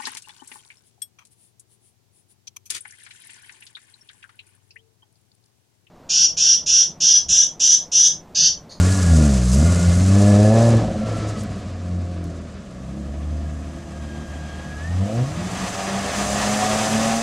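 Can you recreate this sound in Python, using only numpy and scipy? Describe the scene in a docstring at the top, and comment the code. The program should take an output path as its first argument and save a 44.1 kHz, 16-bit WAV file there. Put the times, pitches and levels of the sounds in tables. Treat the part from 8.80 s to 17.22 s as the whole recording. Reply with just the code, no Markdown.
"""A six-cylinder saloon with a loud exhaust pulls away down a wet city street: firing pulses ring its pipe,
its tyres fling spray, rough whines sound and distant traffic hums. Its firings turn uneven, it burbles and
pops in the tailpipe, and grit snaps under tyres; it coasts with a thin squeal while an oncoming car nears.
It revs up and pulls on at high revs in the distance, with a howl of engine orders, as the other car
swishes past, its engine tone sinking. Scattered echoes from the house fronts follow the exhaust."""
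import sys
import numpy as np
from scipy import signal
from scipy.fft import rfft, irfft, next_fast_len
from scipy.io import wavfile
from scipy.ndimage import uniform_filter1d, map_coordinates

SR = 44100
rng = np.random.default_rng(int(sys.argv[2]) if len(sys.argv) > 2 else 0)


def transcribe(u):
    """Save the signal u as a 16-bit wav file named by the first command-line argument.

    u: samples, shape (n,) or (channels, n), limited to [-1, 1]; the rate is SR.
    q: integer samples, one column per channel.
    """
    v = np.clip(np.atleast_2d(u).T, -1, 1)
    q = np.round(v * 32767).astype(np.int16)
    wavfile.write(sys.argv[1], SR, q)


N = 371322
FLUTTER_DB = 2.8  # spread of the level flutter of the howl and the bank tones
FLUTTER_PER_S = 110  # new flutter values a second in the squeal and the hum


def from_db(db):
    """Decibel law: amplitude ratio of a level."""
    return 10 ** (np.asarray(db) / 20)


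def rms(x):
    """Effective value: root of the mean power."""
    return np.sqrt(np.mean(x ** 2) + 1e-20)


def in_time(rows):
    """Linear interpolation: each column of a curve, sample by sample."""
    s, *columns = np.transpose(rows)
    return [np.interp(np.arange(N) / SR, s, c) for c in columns]


def cut(x, hz, kind, order=2):
    """Butterworth filtering: a maximally flat pass band."""
    sos = signal.butter(order, np.clip(hz, 5, .45 * SR), kind, fs=SR, output="sos")
    return signal.sosfilt(sos, x)


def drift(rate):
    """Slow random modulation: linear ramps between rate new values a second, spread 1."""
    knots = rng.standard_normal(size=4000)
    ramps = map_coordinates(knots, [np.arange(N) / SR * rate], order=1, mode="wrap")
    return ramps * np.sqrt(3 / 2)  # makes up the spread lost between the knots


def evened(x):
    """Level normalisation: the same sound held near rms 1 by its running power."""
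    power = uniform_filter1d(uniform_filter1d(x ** 2, size=2600), size=1800)
    return x / np.sqrt(np.abs(power) + 1e-14)


def resonate(x, modes, flip=1):
    """Modal superposition: parallel resonances, the k-th weighted by flip to the power k."""
    out = 0
    for k, (hz, width, db) in enumerate(modes):
        r = np.exp(-np.pi * width / SR)
        poles = [1, -2 * r * np.cos(2 * np.pi * hz / SR), r * r]
        ringing = (1 - r * r) / 2 * signal.lfilter([1, 0, -1], poles, x)
        out = out + flip ** k * from_db(db) * ringing
    return out


def coloured(x, spectrum):
    """Spectral shaping: x weighted by a level curve over log frequency; rms 1."""
    hz, db = np.transpose(spectrum)
    size = next_fast_len(N + 4096)
    bins = np.maximum(np.arange(size // 2 + 1) * SR / size, 1)
    weight = from_db(np.interp(np.log(bins), np.log(hz), db))
    y = irfft(rfft(x, size) * weight, size)[:N]
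    return y / rms(y)


def tone(curve, wobble, wobble_rate, flutter_db):
    """Frequency and amplitude modulation: a sine unsteady in pitch and level."""
    hz, db = in_time(curve)
    phase = 2 * np.pi * np.cumsum(hz * (1 + wobble * drift(wobble_rate))) / SR
    return np.sqrt(2) * from_db(db + flutter_db * drift(FLUTTER_PER_S)) * np.sin(phase)


def harmonic(multiple, turns):
    """Fourier component of the firing cycle; rms 1."""
    return np.sqrt(2) * np.cos(2 * np.pi * multiple * turns)


# Distance of the leaving car. Columns: start_s, distance (0 close to 1 far)
DISTANCE_CURVE = [(1.5, 0), (3, 0.4), (6, 1)]


def distance():
    """Recession of the source: a share that rises from 0 to 1."""
    return np.clip(in_time(DISTANCE_CURVE)[0], 0, 1)


# Engine speed: slipping the clutch, first gear, coasting, a blip that runs on into a long pull.
# Columns: start_s, firing_rate (firings per s, before the tremble)
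ENGINE_SPEED = [(0.0, 86), (0.09, 94.7), (0.19, 95), (0.26, 87), (0.36, 79.6), (0.6, 61.3), (0.72, 62.7),
                (0.89, 87.5), (1.08, 85.5), (1.36, 100), (1.59, 102.6), (1.85, 117.6), (2.08, 107.5),
                (2.32, 108.6), (2.62, 104), (2.95, 89.5), (3.33, 88.5), (3.78, 77), (3.9, 60), (4.2, 70.5),
                (4.52, 75.8), (5.98, 75.2), (6.1, 87), (6.22, 96), (6.42, 127), (6.56, 168), (6.7, 188),
                (7.15, 196), (7.9, 213), (8.42, 229)]


def firing_rate():
    """Fundamental frequency of the exhaust: firings per second."""
    return in_time(ENGINE_SPEED)[0]


# Spells of uneven firing. Columns: start_s, end_s, added_unevenness (0-1)
ROUGH_SPANS = [(0.03, 0.354, 0.3), (0.715, 1.33, 0.27), (1.876, 3.034, 0.69), (3.337, 4.044, 0.38),
               (6.4, 7.083, 0.63)]


def unevenness(ramp_s=.14, steady=.1):
    """Combustion stability: firings are nearly even, but stumble in each rough spell; 0-1."""
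    t = np.arange(N) / SR
    rough = 0
    for start, end, depth in ROUGH_SPANS:
        rough = rough + depth * np.clip(np.minimum(t - start, end - t) / ramp_s, 0, 1)
    return np.clip(steady + rough, 0, 1)


def crank(rate, uneven, jitter=.0048):
    """Phase accumulation: firings so far, at a speed that trembles by jitter, up to threefold if uneven."""
    tremble = jitter * (1 + 2 * uneven) * drift(45)
    return np.cumsum(rate * (1 + tremble)) / SR


def street(x, t60_s=.37, cut_hz=4800):
    """Diffuse reflection: dull, scattered echoes between the house fronts, as loud as x."""
    t = np.arange(SR) / SR
    sparse = rng.standard_normal(SR) * (rng.random(SR) < .02)
    echoes = sparse * (t > .018) * from_db(-60 * t / t60_s)
    y = signal.fftconvolve(x, cut(echoes, cut_hz, "low"))[:N]
    return y * rms(x) / rms(y)


def outdoors(x, far, echo_db=-6):
    """Direct-to-reverberant ratio: with distance the echoes gain; held near rms 1."""
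    x = evened(x)
    return evened(x + np.maximum(far, .4) * from_db(echo_db) * street(x))


# Silencer chambers that delay the harmonics above them, which reshapes the pulse.
# Columns: centre_hz, width_hz
CHAMBER_RESONANCES = [(195, 68), (275, 94)]


def chamber_lag(hz):
    """Phase dispersion: lag of a tone after the silencer's chambers, in radians."""
    return sum(np.arctan2(hz * width, centre ** 2 - hz ** 2) for centre, width in CHAMBER_RESONANCES)


# What the silencer lets through of the lowest harmonics. Columns: pitch_hz, relative_level_db
SILENCER_PASS = [(60, -1.5), (80, 3), (100, 0.5), (116, 0.5), (125, -7), (152, -0.5), (172, -3.5),
                 (188, -5), (210, -1.5), (235, -4.5), (260, -18), (300, -12.5), (350, -14.5), (420, -30)]


def low_harmonics(rate, overtone_loss_db):
    """Transmission loss: gains of three harmonics sliding through the silencer; total power 1."""
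    hz, db = np.transpose(SILENCER_PASS)
    gains = []
    for k in range(1, 4):
        passed_db = np.interp(np.log(k * rate), np.log(hz), db)
        gains.append(from_db(passed_db - (k > 1) * overtone_loss_db))
    gains = np.array(gains)
    return gains / np.sqrt(np.sum(gains ** 2, axis=0))


# High-rev tones at a half and at two thirds of the firing rate.
# Column: level_db (dB against the note, before fading)
UNDERTONE_LEVELS = [-13.5, -14]
# Far off, a note this far above the bark swells in the firing tone: overtones lose dB per dB, to a limit
SWELL_FROM_DB, SWELL_LOSS, SWELL_LIMIT_DB = 6.5, 2.1, 8.5
# Below these firing rates the far note's fundamental thins against its overtones, by up to so many dB
IDLE_HZ, IDLE_THIN_DB = (65, 72), 10


def boom(rate, turns, uneven, far, tail_on, rasp, note, bark_level, waver_db=4.5, fading_db=3.0):
    """Harmonic synthesis: the lowest harmonics waver when firings are uneven and fade in and out far off."""
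    excess_db = SWELL_LOSS * (note - bark_level - SWELL_FROM_DB)
    swell_db = np.interp(far, [.45, .7], [0, 1]) * np.clip(excess_db, 0, SWELL_LIMIT_DB)
    thin_db = tail_on * np.interp(rate, IDLE_HZ, [IDLE_THIN_DB, 0])
    out = 0
    for k, gain in enumerate(low_harmonics(rate, swell_db - thin_db), 1):
        unrest_db = waver_db * uneven * drift(34) + fading_db * far * drift(13)
        phase = 2 * np.pi * k * turns - chamber_lag(k * rate)
        out = out + np.sqrt(2) * gain * from_db(unrest_db) * np.cos(phase)
    # unequal cylinders add subharmonics at high revs
    for share, db in zip((1 / 2, 2 / 3), UNDERTONE_LEVELS):
        out = out + rasp * from_db(db + fading_db * drift(3.3)) * harmonic(share, turns)
    return out


# Tailpipe resonances. Columns: pitch_hz, width_hz, level_db (dB before the sign-and-weight pattern)
PIPE_MODES = [(296, 21.2, 5.5), (425, 79, -5), (519, 82, 1.5), (635.7, 82, 6), (748, 73, 2),
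              (1073, 84, -12.5)]
# Narrow standing waves of the pipe, heard once the car points its tail at the listener.
# Columns: pitch_hz, width_hz, level_db (dB before the sign-and-weight pattern)
TAIL_ON_MODES = [(267, 51, 7.5), (343, 20, 7), (460.4, 17.5, 1.5), (546.4, 53, 4), (657, 43.3, 5.5),
                 (722, 50, 1)]
# Firing strength of each cylinder. Column: relative_strength (widened below, more so when raspy)
CYLINDER_STRENGTHS = [0.79, -0.43, -0.75, 0.57, 0.86, -0.27]


def bark(turns, uneven, tail_on, rasp, puff_db=-12, low_hz=270, top_hz=1050, rasp_spread=1.6):
    """Source-filter principle: pulse edges and puffs of turbulence excite the resonances of the pipe."""
    firing = np.round(turns).astype(int)
    cylinder = np.take(CYLINDER_STRENGTHS, firing, mode="wrap")
    chance = rng.standard_normal(2000)[firing]
    strength = from_db(cylinder * (2.5 + rasp_spread * rasp)) * (1 + uneven * chance)
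    # the higher harmonics make up the sharp edge of the pulse
    pulses = sum(np.cos(2 * np.pi * k * turns) for k in range(4, 17))
    # gas rushes just after each valve opens
    rush = rng.standard_normal(N) * np.exp(-2.8 * (turns % 1))
    puffs = cut(rush, (450, 1500), "band", order=3)
    puff_level = from_db(puff_db) * (.5 + 7.5 * uneven)
    flow = strength * (pulses / rms(pulses) + puff_level * puffs / rms(puffs))
    side_on = resonate(flow, PIPE_MODES, flip=-0.71)
    behind = resonate(flow, TAIL_ON_MODES, flip=-0.954)
    pipe = (1 - tail_on) * side_on + tail_on * behind
    return cut(cut(pipe, low_hz, "high", order=4), top_hz, "low", order=3)


# Silencer resonances in which uneven firings rumble. Columns: pitch_hz, width_hz, relative_level_db
RUMBLE_MODES = [(57.3, 20, -9.5), (94, 51, 5.5), (169.5, 16, 1), (203.4, 20, 2)]


def burble(turns, band_hz=(48, 270)):
    """Random impulse excitation: strong and weak firings fill the gaps between harmonics with rumble."""
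    firing = np.round(turns).astype(int)
    misfires = np.diff(firing, prepend=0) * rng.standard_normal(2000)[firing]
    return cut(resonate(misfires, RUMBLE_MODES), band_hz, "band", order=3)


# Deep exhaust note. Columns: start_s, level_db (dB before trim)
NOTE_LEVEL = [(0.0, -12.5), (0.15, -19), (0.23, -19.5), (0.33, -11), (0.62, -18), (0.84, -13), (0.95, -16),
              (1.2, -15), (1.33, -13), (1.55, -12), (1.78, -14.5), (1.92, -14), (2.06, -24.5), (2.55, -28),
              (2.97, -34.5), (3.07, -26), (3.3, -28), (3.85, -41), (4.0, -34), (4.28, -31.5), (4.66, -27),
              (5.07, -35.5), (6.0, -36), (6.08, -21.5), (6.23, -19), (6.28, -29.5), (6.42, -16.5),
              (6.48, -28.5), (6.62, -30), (7.0, -37), (7.11, -29.5), (7.24, -32), (7.32, -51),
              (7.39, -29.5), (7.65, -29), (8.28, -26.5), (8.42, -31.5)]
# Tailpipe bark, which follows the throttle. Columns: start_s, level_db (dB before trim and rasp)
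BARK_LEVEL = [(0.03, -33), (0.24, -35.5), (0.43, -23), (0.7, -38), (0.8, -25), (0.92, -29.5), (1.27, -33.5),
              (1.41, -22), (1.81, -16), (2.18, -30.5), (2.3, -29.5), (2.86, -43.5), (3.49, -39),
              (3.82, -55), (4.14, -41.5), (6.14, -46), (6.3, -27.5), (6.55, -37.5), (7.5, -27.5),
              (8.42, -26)]
RASP_HZ = (134, 180.4)  # between these firing rates the note turns raspy
# Burble against the firing tones: when the firings are even, and what full unevenness adds
BURBLE_EVEN_DB, BURBLE_RISE_DB = -21, 27.5


def exhaust(note_trim_db=1.28, bark_trim_db=-2.0, rasp_db=-9):
    """Superposition: boom and burble share the deep note; bark, bank tones and howl lie above it."""
    rate, uneven, far = firing_rate(), unevenness(), distance()
    note, bark_level = in_time(NOTE_LEVEL)[0], in_time(BARK_LEVEL)[0]
    rasp = np.interp(rate, RASP_HZ, [0, 1])
    tail_on = np.clip(2 * far, 0, 1)
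    turns = crank(rate, uneven)
    firing_tones = boom(rate, turns, uneven, far, tail_on, rasp, note, bark_level)
    lumps = outdoors(burble(turns), far)
    lump_gain = from_db(BURBLE_EVEN_DB + BURBLE_RISE_DB * uneven)
    deep = (firing_tones + lump_gain * lumps) / np.sqrt(1 + lump_gain ** 2)
    pipe = outdoors(bark(turns, uneven, tail_on, rasp), far) * from_db(rasp_db * rasp)
    upper = pipe + bank_tones(turns) + rasp * howl(turns)
    return deep * from_db(note + note_trim_db) + upper * from_db(bark_level + bark_trim_db)


# Narrow rings in the swish. Columns: pitch_hz, width_hz, level_db (dB before trim)
RING_MODES = [(732, 26, -2), (1190, 180, -3.5), (1716, 113, -2), (1900, 32, -7), (2553, 20, -4.5),
              (4970, 90, -5.5), (6120, 240, -5.5)]
# The swish also bounces off the parked cars; the detour lengthens as the cars roll on
BOUNCE_DB, BOUNCE_S, BOUNCE_S_PER_S = -10, .007, .00004


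def tyres(roar_level, spray_level, colour, roar_band, splash_db, ring_db):
    """Comb-filtered noise: tread roar below, flung water above; the spray comes in uneven splashes."""
    t, white = np.arange(N) / SR, rng.standard_normal(N)
    bounce = map_coordinates(white, [(t - BOUNCE_S - BOUNCE_S_PER_S * t) * SR], order=3)
    noise = coloured(white + from_db(BOUNCE_DB) * bounce, colour)
    noise = noise + from_db(ring_db) * resonate(noise, RING_MODES)
    roar = cut(noise, 3300, "low", order=3)
    spray = cut(noise, 3300, "high", order=3)
    roar = roar / rms(cut(roar, roar_band, "band", order=4))  # level refers to this band
    splashes = from_db(splash_db * (drift(350) + 0.77 * drift(35)))
    spray = spray / rms(spray) * splashes
    return roar * from_db(roar_level + 1.05 * drift(40)) + spray * from_db(spray_level)


def oncoming_share():
    """Linear power crossfade: share of the oncoming car's tyres in the swish."""
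    return np.clip((np.arange(N) / SR - 3.8) / .5, 0, 1)


# Tyres of the leaving car. Columns: start_s, roar_level_db, spray_level_db (dB before trim)
LEAVING_LEVELS = [(0.03, -33, -30.5), (0.61, -37.5, -34), (0.63, -39.5, -33), (0.85, -35.5, -32),
                  (1.91, -34, -37.5), (2.11, -41.5, -51.5), (2.36, -39, -48.5), (2.94, -46.5, -55.5),
                  (3.7, -49.5, -58.5), (4.2, -51.5, -57)]
# Their colour. Columns: pitch_hz, relative_level_db (dB per Hz)
LEAVING_SPECTRUM = [(500, 6), (850, -4.5), (1100, 0.5), (1900, -5.5), (3300, -6), (4600, 0), (7400, 5),
                    (9700, -3), (15000, -32.5)]
# Wheels run through puddles. Columns: centre_s, added_spray_db
PUDDLE_SPLASHES = [(.74, 5), (2.38, 6), (2.49, 9.5), (2.6, 9)]


def leaving_tyres(throb_db=-1.0, puddle_s=0.017):
    """Amplitude modulation: close by, the hiss throbs at the firing rate; puddles swell the spray."""
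    t = np.arange(N) / SR
    roar, spray = in_time(LEAVING_LEVELS)
    puddles = sum(db * np.exp(-.5 * ((t - s) / puddle_s) ** 2) for s, db in PUDDLE_SPLASHES)
    throb = throb_db * (1 - distance()) * np.cos(2 * np.pi * np.cumsum(firing_rate()) / SR)
    swish = tyres(roar - 2.5, spray - 1.0 + puddles + throb, LEAVING_SPECTRUM, (1000, 2800),
                  splash_db=1.5, ring_db=-3.5)
    return np.sqrt(1 - oncoming_share()) * swish


# Rough whines, the last one the octave of the thin squeal.
# Columns: start_s, end_s, start_pitch_hz, end_pitch_hz, level_db
WHINE_GLIDES = [(-.2, 0.434, 1735, 1635, -41), (-.2, 0.614, 1418, 1416, -43),
                (0.734, 1.274, 1417, 1434, -40), (0.72, 1.345, 2070, 2070, -48),
                (1.26, 2.057, 1710, 1706, -40), (2.155, 2.661, 1366, 1275, -41.5),
                (2.208, 2.75, 2000, 1926, -55), (5.138, 6.028, 3170, 3280, -56.5)]


def whines(fade_s=0.16, clean_share=0.25, width_at_1500_hz=60):
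    """Narrow-band noise: with a weak tone inside, each whine breaks up as it swells and fades."""
    t, out = np.arange(N) / SR, 0
    for start, end, from_hz, to_hz, db in WHINE_GLIDES:
        phase = 2 * np.pi * np.cumsum(np.interp(t, [start, end], [from_hz, to_hz])) / SR
        width = width_at_1500_hz * from_hz / 1500  # grows with the pitch
        fuzz = drift(width) * np.cos(phase) + drift(width) * np.sin(phase)
        swell = np.clip(np.minimum(t - start, end - t) / fade_s, 0, 1)
        rough = np.sqrt(2 * clean_share) * np.cos(phase) + np.sqrt(1 - clean_share) * fuzz
        out = out + from_db(db) * swell * rough
    return out


# Distant traffic. Columns: pitch_hz, relative_level_db (dB per Hz)
CITY_SPECTRUM = [(20, -20), (48, 3), (110, 0.5), (220, 2.5), (420, -12), (650, -5), (880, -27), (1150, -17),
                 (2500, -43), (5000, -100)]


def city(level_db=-39):
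    """Stationary noise: distant traffic as a steady low hum of shaped noise."""
    return from_db(level_db) * coloured(rng.standard_normal(N), CITY_SPECTRUM)


# Single hard firings. Columns: start_s, peak_level_db
POP_TIMES = [(0.827, -22), (2.113, -27), (2.286, -23), (2.362, -31), (4.175, -29), (4.292, -33),
             (4.340, -29)]


def pops(length_s=0.0035, top_hz=680):
    """Impulse response: a short burst of gas rings the tailpipe."""
    t, out = np.arange(SR // 10) / SR, np.zeros(N)
    for s, db in POP_TIMES:
        burst = rng.standard_normal(len(t)) * np.exp(-t / length_s)
        pop = cut(resonate(burst, PIPE_MODES), top_hz, "low", order=5)
        start = int(s * SR)
        out[start:start + len(t)] += from_db(db) * pop / np.abs(pop).max()
    return out


# Tones between the harmonics. Columns: multiple (of the firing rate), level_db (dB against the bark)
BANK_MULTIPLES = [(5 / 2, 1.9), (7 / 2, -2.2), (9 / 2, -1)]
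# Coasting. Columns: start_s, share (0-1)
COASTING_SHARE = [(2.3, 0), (3.4, 1), (5.9, 0.8), (6.3, 0.17)]


def bank_tones(turns, top_hz=350):
    """Interharmonics: off the throttle the two cylinder banks blow unequally."""
    banks = 0
    for multiple, db in BANK_MULTIPLES:
        banks = banks + from_db(db + FLUTTER_DB * drift(13)) * harmonic(multiple, turns)
    return cut(banks, top_hz, "low", order=10) * np.clip(in_time(COASTING_SHARE)[0], 0, 1)


# Grit snapping under the tyres. Columns: start_s, level_db (dB before trim)
GRIT_TIMES = [(2.635, -29), (2.787, -41), (3.441, -34)]


def grit(decay_s=0.0025, trim_db=-9, crack_hz=(3500, 11000)):
    """Exponential decay: small stones crack as brief bursts of high noise."""
    t, blows = np.arange(N) / SR, 0
    for s, db in GRIT_TIMES:
        blows = blows + from_db(db + trim_db) * (t >= s) * np.exp(-np.abs(t - s) / decay_s)
    crack = cut(rng.standard_normal(N), crack_hz, "band")
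    return blows * crack / rms(crack)


# Tyres of the oncoming car as it nears and goes by.
# Columns: start_s, roar_level_db, spray_level_db (dB before trim)
ONCOMING_LEVELS = [(4.4, -56.5, -58), (6.0, -51, -52.5), (6.58, -45, -45.5), (6.78, -40, -39.5),
                   (7.28, -37, -37), (7.4, -36, -32.5), (8.0, -33, -31), (8.42, -35.5, -32.5)]
# Their colour. Columns: pitch_hz, relative_level_db (dB per Hz)
ONCOMING_SPECTRUM = [(25, -25), (140, -15.5), (350, -15.5), (750, -12.5), (920, -16.5), (1700, -21),
                     (2700, -20.5), (3900, -19.5), (5000, -17), (7500, -13.5), (10000, -23), (15000, -43)]


def oncoming_tyres():
    """Level change with approach: the swish swells as the car nears and goes by."""
    roar, spray = in_time(ONCOMING_LEVELS)
    swish = tyres(roar - 1.0, spray + 1.5, ONCOMING_SPECTRUM, (1900, 2800), splash_db=0.66, ring_db=4.0)
    return np.sqrt(oncoming_share()) * swish


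# Thin squeal while coasting. Columns: start_s, pitch_hz, level_db (pitch and level before wobble)
SQUEAL_CURVE = [(4.58, 1650, -75), (4.66, 1650, -57), (5.1, 1630, -60), (5.22, 1622, -51),
                (5.76, 1628, -46.5), (6.0, 1670, -42), (6.08, 1830, -41.5), (6.25, 1900, -72)]


def squeal():
    """Frequency modulation: fast random pitch wobble roughens a thin tone."""
    return tone(SQUEAL_CURVE, wobble=0.008, wobble_rate=450, flutter_db=2.6)


# Howl at high revs. Column: order (cycles per round of all six cylinders)
HOWL_CYCLES = [15, 16, 18, 20, 21, 24]
# Levels of these orders. Column: level_db (dB against the bark, before flutter and pass band)
HOWL_LEVELS = [-5.5, -15, -5.5, -21, -4, -7]


def howl(turns, band_hz=(545, 810)):
    """Order resonance: clear engine orders sing as they climb through the tailpipe's pass band."""
    orders = 0
    for cycles, db in zip(HOWL_CYCLES, HOWL_LEVELS):
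        level = from_db(db + FLUTTER_DB * drift(12))
        orders = orders + level * harmonic(cycles / len(CYLINDER_STRENGTHS), turns)
    return cut(orders, band_hz, "band", order=5)


# Engine of the oncoming car. Columns: start_s, pitch_hz, level_db (pitch and level before wobble)
HUM_CURVE = [(7.05, 74.5, -66), (7.3, 71, -38), (7.5, 61.8, -35.5), (7.85, 47.7, -48), (8.42, 46.3, -46)]


def passing_hum():
    """Falling pitch: the oncoming engine's unsteady tone sinks as it goes by."""
    return tone(HUM_CURVE, wobble=0.061, wobble_rate=16, flutter_db=1.0)


def widened(x, side_db=-22, above_hz=1700, lag_s=0.0047):
    """Stereo widening: a faint late copy makes the treble differ a little between left and right."""
    t = np.arange(N) / SR
    late = np.interp(t - lag_s, t, x, left=0)
    side = from_db(side_db) * cut(late, above_hz, "high", order=4)
    return np.array([x + side, x - side])


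def scene():
    """Linear superposition: all sources reach one spot at the roadside."""
    leaving_car = exhaust() + leaving_tyres() + pops()
    oncoming_car = oncoming_tyres() + passing_hum()
    return widened(leaving_car + whines() + city() + grit() + squeal() + oncoming_car)


def record(dry, cutoff_hz=15650):
    """Clipping and band limitation: peaks stop at full scale, then the top is cut."""
    low_pass = signal.ellip(10, .1, 80, cutoff_hz, fs=SR, output="sos")
    return signal.sosfilt(low_pass, np.clip(dry, -1, 1))


dry = scene()
out = record(dry)
transcribe(out)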